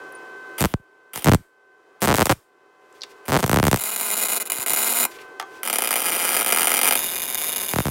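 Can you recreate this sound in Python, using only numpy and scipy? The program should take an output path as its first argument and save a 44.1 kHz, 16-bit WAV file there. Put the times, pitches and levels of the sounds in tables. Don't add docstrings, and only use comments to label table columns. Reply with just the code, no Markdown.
import sys
import numpy as np
from scipy import signal
from scipy.fft import rfft, irfft, next_fast_len
from scipy.io import wavfile
from scipy.ndimage import uniform_filter1d

SR = 44100
rng = np.random.default_rng(int(sys.argv[2]) if len(sys.argv) > 2 else 0)


def dump_mix(stems):
    frames = np.atleast_2d(stems).T
    limited = np.clip(frames, -1, 1)
    pcm = np.round(limited * 32767).astype(np.int16)
    wavfile.write(sys.argv[1], SR, pcm)


N = 348390
TIME = np.arange(N) / SR
SIZE = next_fast_len(N + SR)
FREQ = np.arange(SIZE // 2 + 1) * SR / SIZE


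def undb(db):
    return 10 ** (np.asarray(db) / 20)


def unit(x):
    return x / np.sqrt(np.mean(x ** 2))


def curves(table):
    s, *columns = np.transpose(table)
    return [np.interp(TIME, s, c) for c in columns]


def colour(points, bumps=()):
    hz, db = np.transpose(points)
    outline_db = np.interp(np.log(FREQ + 1), np.log(hz), db)
    bumps_db = sum(peak_db / (1 + (2 * (FREQ - centre) / width) ** 2) for centre, width, peak_db in bumps)
    return undb(outline_db + bumps_db)


def causal(gain):
    cepstrum = irfft(np.log(gain), SIZE)
    cepstrum[1:] *= 2
    cepstrum[SIZE // 2:] = 0
    return np.exp(rfft(cepstrum))


def through(x, response):
    return irfft(rfft(x, SIZE) * response, SIZE)[:N]


def noise():
    return rng.standard_normal(N)


def decay(time, t60):
    return np.exp(-np.log(1000) * time / t60)


def clicks(s, db):
    return np.bincount(np.clip(np.round(s * SR).astype(int), 0, N - 1), undb(db), N)


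def tail(t60, predelay=0):
    y = noise() * decay(TIME, t60) * (TIME >= predelay)
    return y / np.sqrt(np.sum(y ** 2))


def walk(rate):
    knots = rng.standard_normal(int(N / SR * rate) + 2)
    return np.interp(TIME * rate, np.arange(len(knots)), knots)


def spatter(pulses, length):
    power = np.cos(np.pi / 2 * np.arange(int(length * SR)) / (length * SR))
    return np.sqrt(np.convolve(pulses ** 2, power / power.sum())[:N]) * noise()


def castings(t60, share_db, from_hz=1500):
    treble = FREQ / np.hypot(FREQ, from_hz)
    response = 1 + undb(share_db) * treble * rfft(tail(t60, predelay=.0004), SIZE)
    return response / np.sqrt(uniform_filter1d(np.abs(response) ** 2, size=5000))


# start_s, end_s, torch_position (0-2),
# crackle_db, plasma_hiss_db, fan_dip_db, fan_return_s (time constant)
ARC_STRETCHES = [(.581, .606, 1, -1.5, -33, 15, 1), (0.61, .739, 1, -23, -47, 17, 2),
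                 (1.134, 1.192, 1, -6.5, -39.5, 15.5, 1), (1.193, 1.354, 1, -20.5, -42, 22, 1.2),
                 (2.006, 2.332, 1, -15.5, -47.5, 23.5, .65), (3.255, 3.78, 1, -15, -52, 6, .6),
                 (3.787, 4.383, 0, 0, -49, 3, .6), (4.4003, 4.427, 0, -1, -45, 4.5, .6),
                 (4.455, 4.482, 0, -7, -46.5, 2, .6), (4.499, 4.643, 0, -1.5, -46.5, 1, .6),
                 (4.662, 5.053, 0, 0.5, -41, -3, .3), (5.632, 6.959, 1, 2, -36.5, 4.5, .6),
                 (6.965, 7.9, 2, 0, -45.5, 5.5, .6)]
# frequency_hz, level_db
FAN_AIR_COLOUR = [(40, -56.5), (110, -22.5), (220, -19), (400, 2), (600, -9.5), (1100, -10.5),
                  (1600, -13.5), (2300, -23.5), (4000, -28), (8000, -34), (16000, -44.5)]
# pitch_hz, level_db
FAN_BLADE_TONES = [(393, -14.5), (753, -13), (1027, -7.5), (1130, -15), (2051, -16), (2568, -18.5),
                   (3079, -24)]
# time_s, level_db
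FAN_WHINE_LEVEL = [(0, 1), (1.75, 1.5), (1.79, -4), (3.3, -7), (5.1, -1), (7.9, -5)]
FAN_DB, WHINE_HZ = -43, 1539


def fan():
    dips = []
    for start, end, *_, dip_db, return_s in ARC_STRETCHES:
        recovery = np.exp(-np.maximum(TIME - end, 0) / return_s)
        dips.append((TIME > start + .02) * dip_db * recovery)
    level_db = FAN_DB - uniform_filter1d(np.max(dips, axis=0), size=1500)
    air = unit(through(noise(), colour(FAN_AIR_COLOUR))) * undb(0.58 * walk(7.6))
    turn = 2 * np.pi * np.cumsum(1 + .0008 * walk(8)) / SR
    blades = sum(undb(db + 1.2 * walk(13)) * unit(np.sin(hz * turn)) for hz, db in FAN_BLADE_TONES)
    whine = undb(curves(FAN_WHINE_LEVEL)[0] + walk(8.6)) * unit(np.sin(WHINE_HZ * turn))
    return undb(level_db) * (air + blades + whine)


def garage(x, bay_db, bay_t60, room_db, room_t60):
    bay = undb(bay_db) * tail(bay_t60, predelay=.005)
    room = undb(room_db) * tail(room_t60, predelay=0.0052)
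    walls = colour([(100, -6.5), (600, 0.5), (2500, -2.5), (7000, -4.5), (15000, -9)])
    return x + through(x, rfft(bay + room, SIZE) * walls)


# middle_s, half_length_s, level_db
RUSTLE_SWELLS = [(3.055, 0.16, -59.5), (5.17, 0.076, -51), (5.542, 0.062, -51)]
# frequency_hz, level_db
RUBBING_COLOUR = [(800, -5), (2500, 4), (6000, -3), (11000, -8), (16000, -12)]


def rustle():
    swell = sum(undb(db) * np.exp(-((TIME - s) / half) ** 2) for s, half, db in RUSTLE_SWELLS)
    return swell * undb(4.5 * walk(60)) * unit(through(noise(), colour(RUBBING_COLOUR)))


# time_s, level_db
TORCH_KNOCKS = [(5.398, -22.5), (5.414, -27), (5.426, -27)]
# pitch_hz, level_db, t60_s
KNOCK_RING = [(784, -1.5, 0.12), (876, 2, 0.034), (1166, -3, 0.13), (1295, -7, .08), (1690, -7.5, 0.053),
              (2100, -15, 0.051), (3250, -24, .12), (6433, -28, .15)]
# time_s, level_db, centre_hz, width_hz, t60_s
WIRE_TICKS = [(0.123, -41, 10500, 3000, .015), (0.148, -26.5, 9600, 90, 0.031),
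              (2.926, -50, 7000, 6000, .015), (3.009, -36, 4700, 1600, .015),
              (3.018, -24.5, 4500, 1500, 0.019), (3.021, -37, 4600, 1500, .018),
              (3.034, -23.5, 4100, 3530, 0.02), (3.036, -29, 1000, 1527, 0.023),
              (5.14, -49, 2200, 1390, .2), (5.186, -42, 2480, 1610, 0.14),
              (5.398, -16.5, 1970, 2400, 0.022), (5.398, -32, 10100, 7000, .018),
              (5.426, -48, 3300, 4000, .02)]


def handling():
    ring = sum(undb(db) * np.cos(2 * np.pi * hz * TIME) * decay(TIME, t60) for hz, db, t60 in KNOCK_RING)
    out = through(clicks(*np.transpose(TORCH_KNOCKS)), rfft(undb(-3.5) * ring, SIZE))
    for s, db, hz, width, t60 in WIRE_TICKS:
        band = signal.iirpeak(hz, hz / width, fs=SR)
        once = signal.lfilter(*band, rng.standard_normal(SR // 4))
        grain = unit(signal.lfilter(*band, once))
        i = int(s * SR)
        out[i:i + len(grain)] += undb(db) * grain * decay(TIME[:len(grain)], t60)
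    return out


# first_pop_s, last_pop_s, pops (rounded to a count), thump_db, extra_bass_db, crack_db
STUB_VOLLEYS = [(.607, .625, 3, 10, 6.5, 8), (.640, .6555, 3, 15, 2.5, 2.5),
                (0.7389, .7388, 1, 12.5, 9, -25), (1.1589, 1.1756, 2, 0.5, -7, 0.5),
                (1.2444, 1.2444, 1, -3, 9, 10.5), (1.2584, 1.2693, 2, 16, 4.5, -6),
                (1.2758, 1.294, 3, 18.5, 6.5, 1), (1.317, 1.3225, 2, 17.5, 6, -2.5),
                (1.335, 1.3466, 2, 17.5, 8, 6), (2.019, 2.057, 8, 12, -2.5, 5.5),
                (2.074, 2.0887, 3, 17, -2, 3), (2.0961, 2.1267, 5, 17, -5, -3.5),
                (2.141, 2.1466, 2, 16.5, -5, 4), (2.1565, 2.1767, 3, 0, -9, 7),
                (2.1836, 2.2037, 3, 16.5, -6, 3.5), (2.2098, 2.2263, 3, 19.5, -6, 4.5),
                (2.2564, 2.2683, 2, 11, -10, 9), (2.2946, 2.3028, 3, 19.5, -5.5, 2.5),
                (2.31, 2.3241, 4, 15, -7, 2), (3.2819, 3.3065, 5, 7, 0, -3),
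                (3.3203, 3.3732, 8, 16.5, -4.5, -0.5), (3.3888, 3.4045, 4, 7.5, -7, -1),
                (3.4277, 3.4322, 2, 12.5, -4, -1.5), (3.4399, 3.4434, 2, 14, 1, -4),
                (3.463, 3.4779, 2, 5, 0, 2.5), (3.495, 3.5144, 2, 15, 0, 7), (3.5304, 3.5432, 2, 18, 1, 5),
                (3.5606, 3.5713, 2, 18.5, 0.5, 1.5), (3.587, 3.599, 2, 16, 2.5, 0.5),
                (3.6284, 3.6523, 3, 15, 3, 3.5), (3.668, 3.6811, 2, 18, 2.5, 8),
                (3.7137, 3.7136, 1, 13, 0, 10), (3.7294, 3.7431, 2, 19, 0.5, 6),
                (3.7606, 3.7732, 2, -3, 0, 5), (4.585, 4.585, 1, -14, 7, -7),
                (4.6964, 4.722, 2, -15, 6, -3), (7.7357, 7.7357, 1, 13.5, -5, 3.5),
                (7.7601, 7.7655, 0.98, 13, 3, -2), (7.7859, 7.803, 2, 14, 1.5, -2),
                (7.8547, 7.8826, 3, 9.5, 5.5, -3)]
POP_JITTER, POP_SCATTER_DB = .12, 2
FIRST_CRACK_DB, VOLLEY_SWELL_DB = 2.5, 1.5


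def stubbing():
    rows = []
    chances = rng.standard_normal((len(STUB_VOLLEYS), 2, 16))
    for (first, last, count, thump_db, bass_db, crack_db), chance in zip(STUB_VOLLEYS, chances):
        count = max(round(count), 1)
        late, strength = np.clip(chance[:, :count], -2, 2)
        along = np.linspace(0, 1, count)
        s = first + (last - first) * along
        s[1:-1] += POP_JITTER * (last - first) / count * late[1:-1]
        weight_db = POP_SCATTER_DB * strength + VOLLEY_SWELL_DB * np.sin(np.pi * along)
        sharp_db = FIRST_CRACK_DB * (along == 0) - POP_SCATTER_DB * strength
        thumps_db = thump_db + weight_db - weight_db.mean()
        cracks_db = crack_db + sharp_db - sharp_db.mean()
        rows += zip(s, thumps_db, [bass_db] * count, cracks_db)
    return np.transpose(rows)


def edge(points, reach):
    step = irfft(-1j * colour(points), SIZE)
    apart = np.minimum(np.arange(SIZE), SIZE - np.arange(SIZE)) / SR
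    return rfft(step * np.exp(-(apart / reach) ** 2))


# frequency_hz, level_db
THUMP_COLOUR = [(20, -23.5), (45, 0), (70, 5.5), (115, 15), (170, 12), (260, 8), (450, 5.5), (900, 3.5),
                (1500, -1), (2500, -8.5), (4000, -14), (8000, -19.5), (16000, -37)]
# frequency_hz, level_db
CRACK_COLOUR = [(100, -4.5), (1000, 0), (3500, -5.5), (6000, -5), (8300, -1.5), (11000, -4), (14000, -2.5),
                (16000, -5.5)]


def pops():
    s, thump_db, bass_db, crack_db = stubbing()
    direction = rng.choice([-1, 1], N)
    step, low = edge(THUMP_COLOUR, reach=.009), np.exp(-(FREQ / 330) ** 2)
    bass = through(clicks(s, thump_db + bass_db) * direction, step * low)
    upper = through(clicks(s, thump_db) * direction, step * (1 - low))
    repeat = undb(-31.5) * np.interp(TIME - .056, TIME, bass)
    blows = clicks(s, crack_db)
    metal = undb(-1.5) * blows + undb(-5.0) * spatter(blows, length=0.0023)
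    cracks = through(metal, causal(colour(CRACK_COLOUR)) * castings(t60=0.032, share_db=-15.0))
    return bass + upper + repeat, cracks


# time_s, drop_rate_hz, crackle_db
WIRE_FEED = [(3.75, 162, -3.5), (3.82, 212, -1), (4.03, 203, -0.5), (4.2, 222, 4.5), (4.4, 209, 2),
             (4.55, 143, -2.5), (4.7, 122, 4.5), (4.8, 230, 3.5), (5.05, 240, 7), (5.64, 97.3, -4),
             (5.92, 94, 1), (6.08, 180, 0), (6.3, 178, 2.5), (6.45, 104, 2), (6.55, 100, 4),
             (6.95, 94.5, 5.5), (7.02, 158, 0), (7.2, 200, 0), (7.32, 115, -1.5), (7.6, 205, 2.5),
             (7.72, 171, -2), (7.9, 108, -11)]


def crackle_level():
    level_db = curves(WIRE_FEED)[1]
    return level_db + sum(db * (TIME >= start) * (TIME < end) for start, end, _, db, *_ in ARC_STRETCHES)


# time_s, snap_db
BIG_SNAPS = [(.5844, -1), (1.222, -6.5), (3.8375, 5), (3.9614, 7), (4.0106, 6), (4.1124, 6), (4.1534, 0),
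             (4.2849, 5.5), (4.3554, 3), (4.5007, 6), (4.5196, 9), (4.665, -5), (4.6964, 9), (4.7341, 12),
             (5.0516, 13), (5.6412, -10), (5.675, 7), (5.6991, 9.5), (5.729, 9), (5.7576, 11),
             (5.7852, 12.5), (5.8209, 10.5), (5.874, 10), (5.9077, 10.5), (5.9569, 10.5), (6.3665, 12.5),
             (6.4621, 10.5), (6.4915, 9), (6.5233, 16.5), (6.5724, 13), (6.6715, 14.5), (6.7904, 12.5),
             (6.832, 13.5), (6.9094, 15.5), (7.3459, 8.5), (7.561, 8)]
STEADY_HZ, JITTER, SCATTER_DB = 235.4, .08, 2
STALL_S = .008
SKIP_SPREADS = 1.25
SPIT_DB, SPIT_S = -11, .0052


def frying(level_db):
    rate = curves(WIRE_FEED)[0]
    drops = []
    chances = rng.standard_normal((len(ARC_STRETCHES), 500, 4))
    for (start, end, *_), chance in zip(ARC_STRETCHES, chances):
        s, stalled_db = start, None
        for pace, size, miss, spit in np.clip(chance, -2, 2):
            if s >= min(end, TIME[-1]):
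                break
            i = int(s * SR) + 1
            slowness = STEADY_HZ / rate[i]
            db = stalled_db
            if db is None:
                db = level_db[i] + 10 * np.log10(slowness) + SCATTER_DB * size
            drops.append((s, db))
            if 1 / rate[i] > SPIT_S:
                spit_s = s + SPIT_S * np.exp(.25 * miss)
                drops.append((spit_s, db + SPIT_DB + 2 * SCATTER_DB * spit))
            period = np.exp(JITTER * slowness * pace) / rate[i] * (2 if miss > SKIP_SPREADS else 1)
            due = ((b, snap_db) for b, snap_db in BIG_SNAPS if s < b < s + period + STALL_S)
            s, stalled_db = next(due, (s + period, None))
    return clicks(*np.transpose(drops))


def rattle(length, direct_db):
    bounces = noise() * np.exp(-(TIME / length) ** 2)
    cluster = undb(direct_db) + rfft(bounces / np.sqrt(np.sum(bounces ** 2)), SIZE)
    cluster /= np.sqrt(uniform_filter1d(np.abs(cluster) ** 2, size=2500))
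    return cluster / np.sqrt(uniform_filter1d(np.abs(cluster) ** 2, size=1500))


def burning(start, end):
    return (TIME >= start) & (TIME < end + .004)


# frequency_hz, level_db
SNAP_AT_0 = [(60, -28), (120, -21.5), (230, -8), (700, 0.5), (2300, -14.5), (5500, -10), (9000, -12),
             (15500, -5.5)]
SNAP_AT_1 = [(60, -26.5), (120, -20), (230, -5.5), (700, 3.5), (2300, -5.5), (5500, -14.5), (9000, -5.5),
             (15500, -4)]
SNAP_AT_2 = [(60, -11), (120, -12.5), (230, -8.5), (700, -1.5), (2300, -9), (5500, -27), (9000, -11),
             (15500, -18.5)]
# centre_hz, width_hz, peak_db
HOLLOW_AT_0 = [(1014, 110, 5.5), (1440, 250, 8.5), (2265, 540, 16), (2886, 94, 12.5), (3970, 700, 8),
               (6220, 350, -8), (7070, 840, 13), (9550, 1700, 14), (10660, 370, 13), (11200, 267, 1),
               (12000, 580, 6.5), (13450, 750, 13.5)]
HOLLOW_AT_1 = [(1416, 157, 6.8), (2200, 300, 10.3), (3050, 710, 8.8), (4880, 420, 10), (5377, 139, 6),
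               (5880, 170, 11), (7180, 550, 4.6), (8600, 71, 9), (9520, 470, 12.4), (10620, 970, 7),
               (11870, 420, 7.4), (13200, 850, 5)]
HOLLOW_AT_2 = [(2140, 253, 7), (2445, 87, 10.4), (2870, 245, 7.9), (3630, 470, 16.5), (4970, 1400, 18),
               (6390, 640, 15.4), (7080, 470, 14.4), (9640, 1100, 8.7), (10830, 875, 14), (12360, 1900, 14),
               (13330, 665, 13), (14966, 1000, 16)]
# centre_hz, width_hz, peak_db
HEAD_SPACE = [(241, 38, 5), (690, 200, -2), (2445, 79, 4.5), (2965, 76, 3)]
# frequency_hz, level_db
PLASMA_COLOUR = [(140, -24), (235, 3.5), (900, 1), (2000, -6), (3300, -3), (4200, -9), (7500, -9.5),
                 (12000, -6), (16000, -6.5)]
# centre_hz, width_hz, peak_db
PLASMA_BUMPS = [(3100, 900, 7.5), (12500, 1500, 6)]
SIZZLE_DB = -42.5


def arc():
    level_db = crackle_level()
    pulses = frying(level_db)
    snaps = undb(-1.3) * through(pulses, rattle(length=0.0013, direct_db=-6))
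    fizz = undb(-7.5) * spatter(pulses, length=.0024)
    lead_in = undb(-14.5) * spatter(pulses[::-1], length=0.00091)[::-1]
    sizzle = undb(SIZZLE_DB + level_db) * noise()
    hiss = undb(2 * walk(150)) * unit(through(noise(), colour(PLASMA_COLOUR, PLASMA_BUMPS)))
    out = hiss * sum(undb(hiss_db) * burning(start, end) for start, end, _, _, hiss_db, *_ in ARC_STRETCHES)
    places = [(SNAP_AT_0, HOLLOW_AT_0), (SNAP_AT_1, HOLLOW_AT_1), (SNAP_AT_2, HOLLOW_AT_2)]
    for k, (outline, hollow) in enumerate(places):
        lit = sum(burning(start, end) for start, end, place, *_ in ARC_STRETCHES if round(place) == k)
        response = causal(colour(outline, hollow + HEAD_SPACE)) * castings(t60=0.022, share_db=-6.0)
        out = out + through((snaps + fizz + lead_in + sizzle) * lit, response)
    return out


def scene():
    thumps, cracks = pops()
    close = arc() + cracks + handling() + rustle()
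    airborne = garage(close, bay_db=-9, bay_t60=0.048, room_db=-17.0, room_t60=0.34)
    return (airborne + thumps + fan())[None]


TOP_HZ = 15900


def record(dry, lag_cycles=1.35, lag_floor_hz=15):
    low_cut = FREQ / np.hypot(FREQ, 20)
    lag = np.exp(-2j * np.pi * lag_cycles * np.log((FREQ + lag_floor_hz) / (SR / 2)))
    chirped = through(dry[0], low_cut * lag)
    rounded = 0.8 * np.tanh(chirped / 0.86)
    return signal.sosfilt(signal.ellip(10, .2, 70, TOP_HZ, fs=SR, output="sos"), rounded)[None]


dry = scene()
out = record(dry)
dump_mix(out)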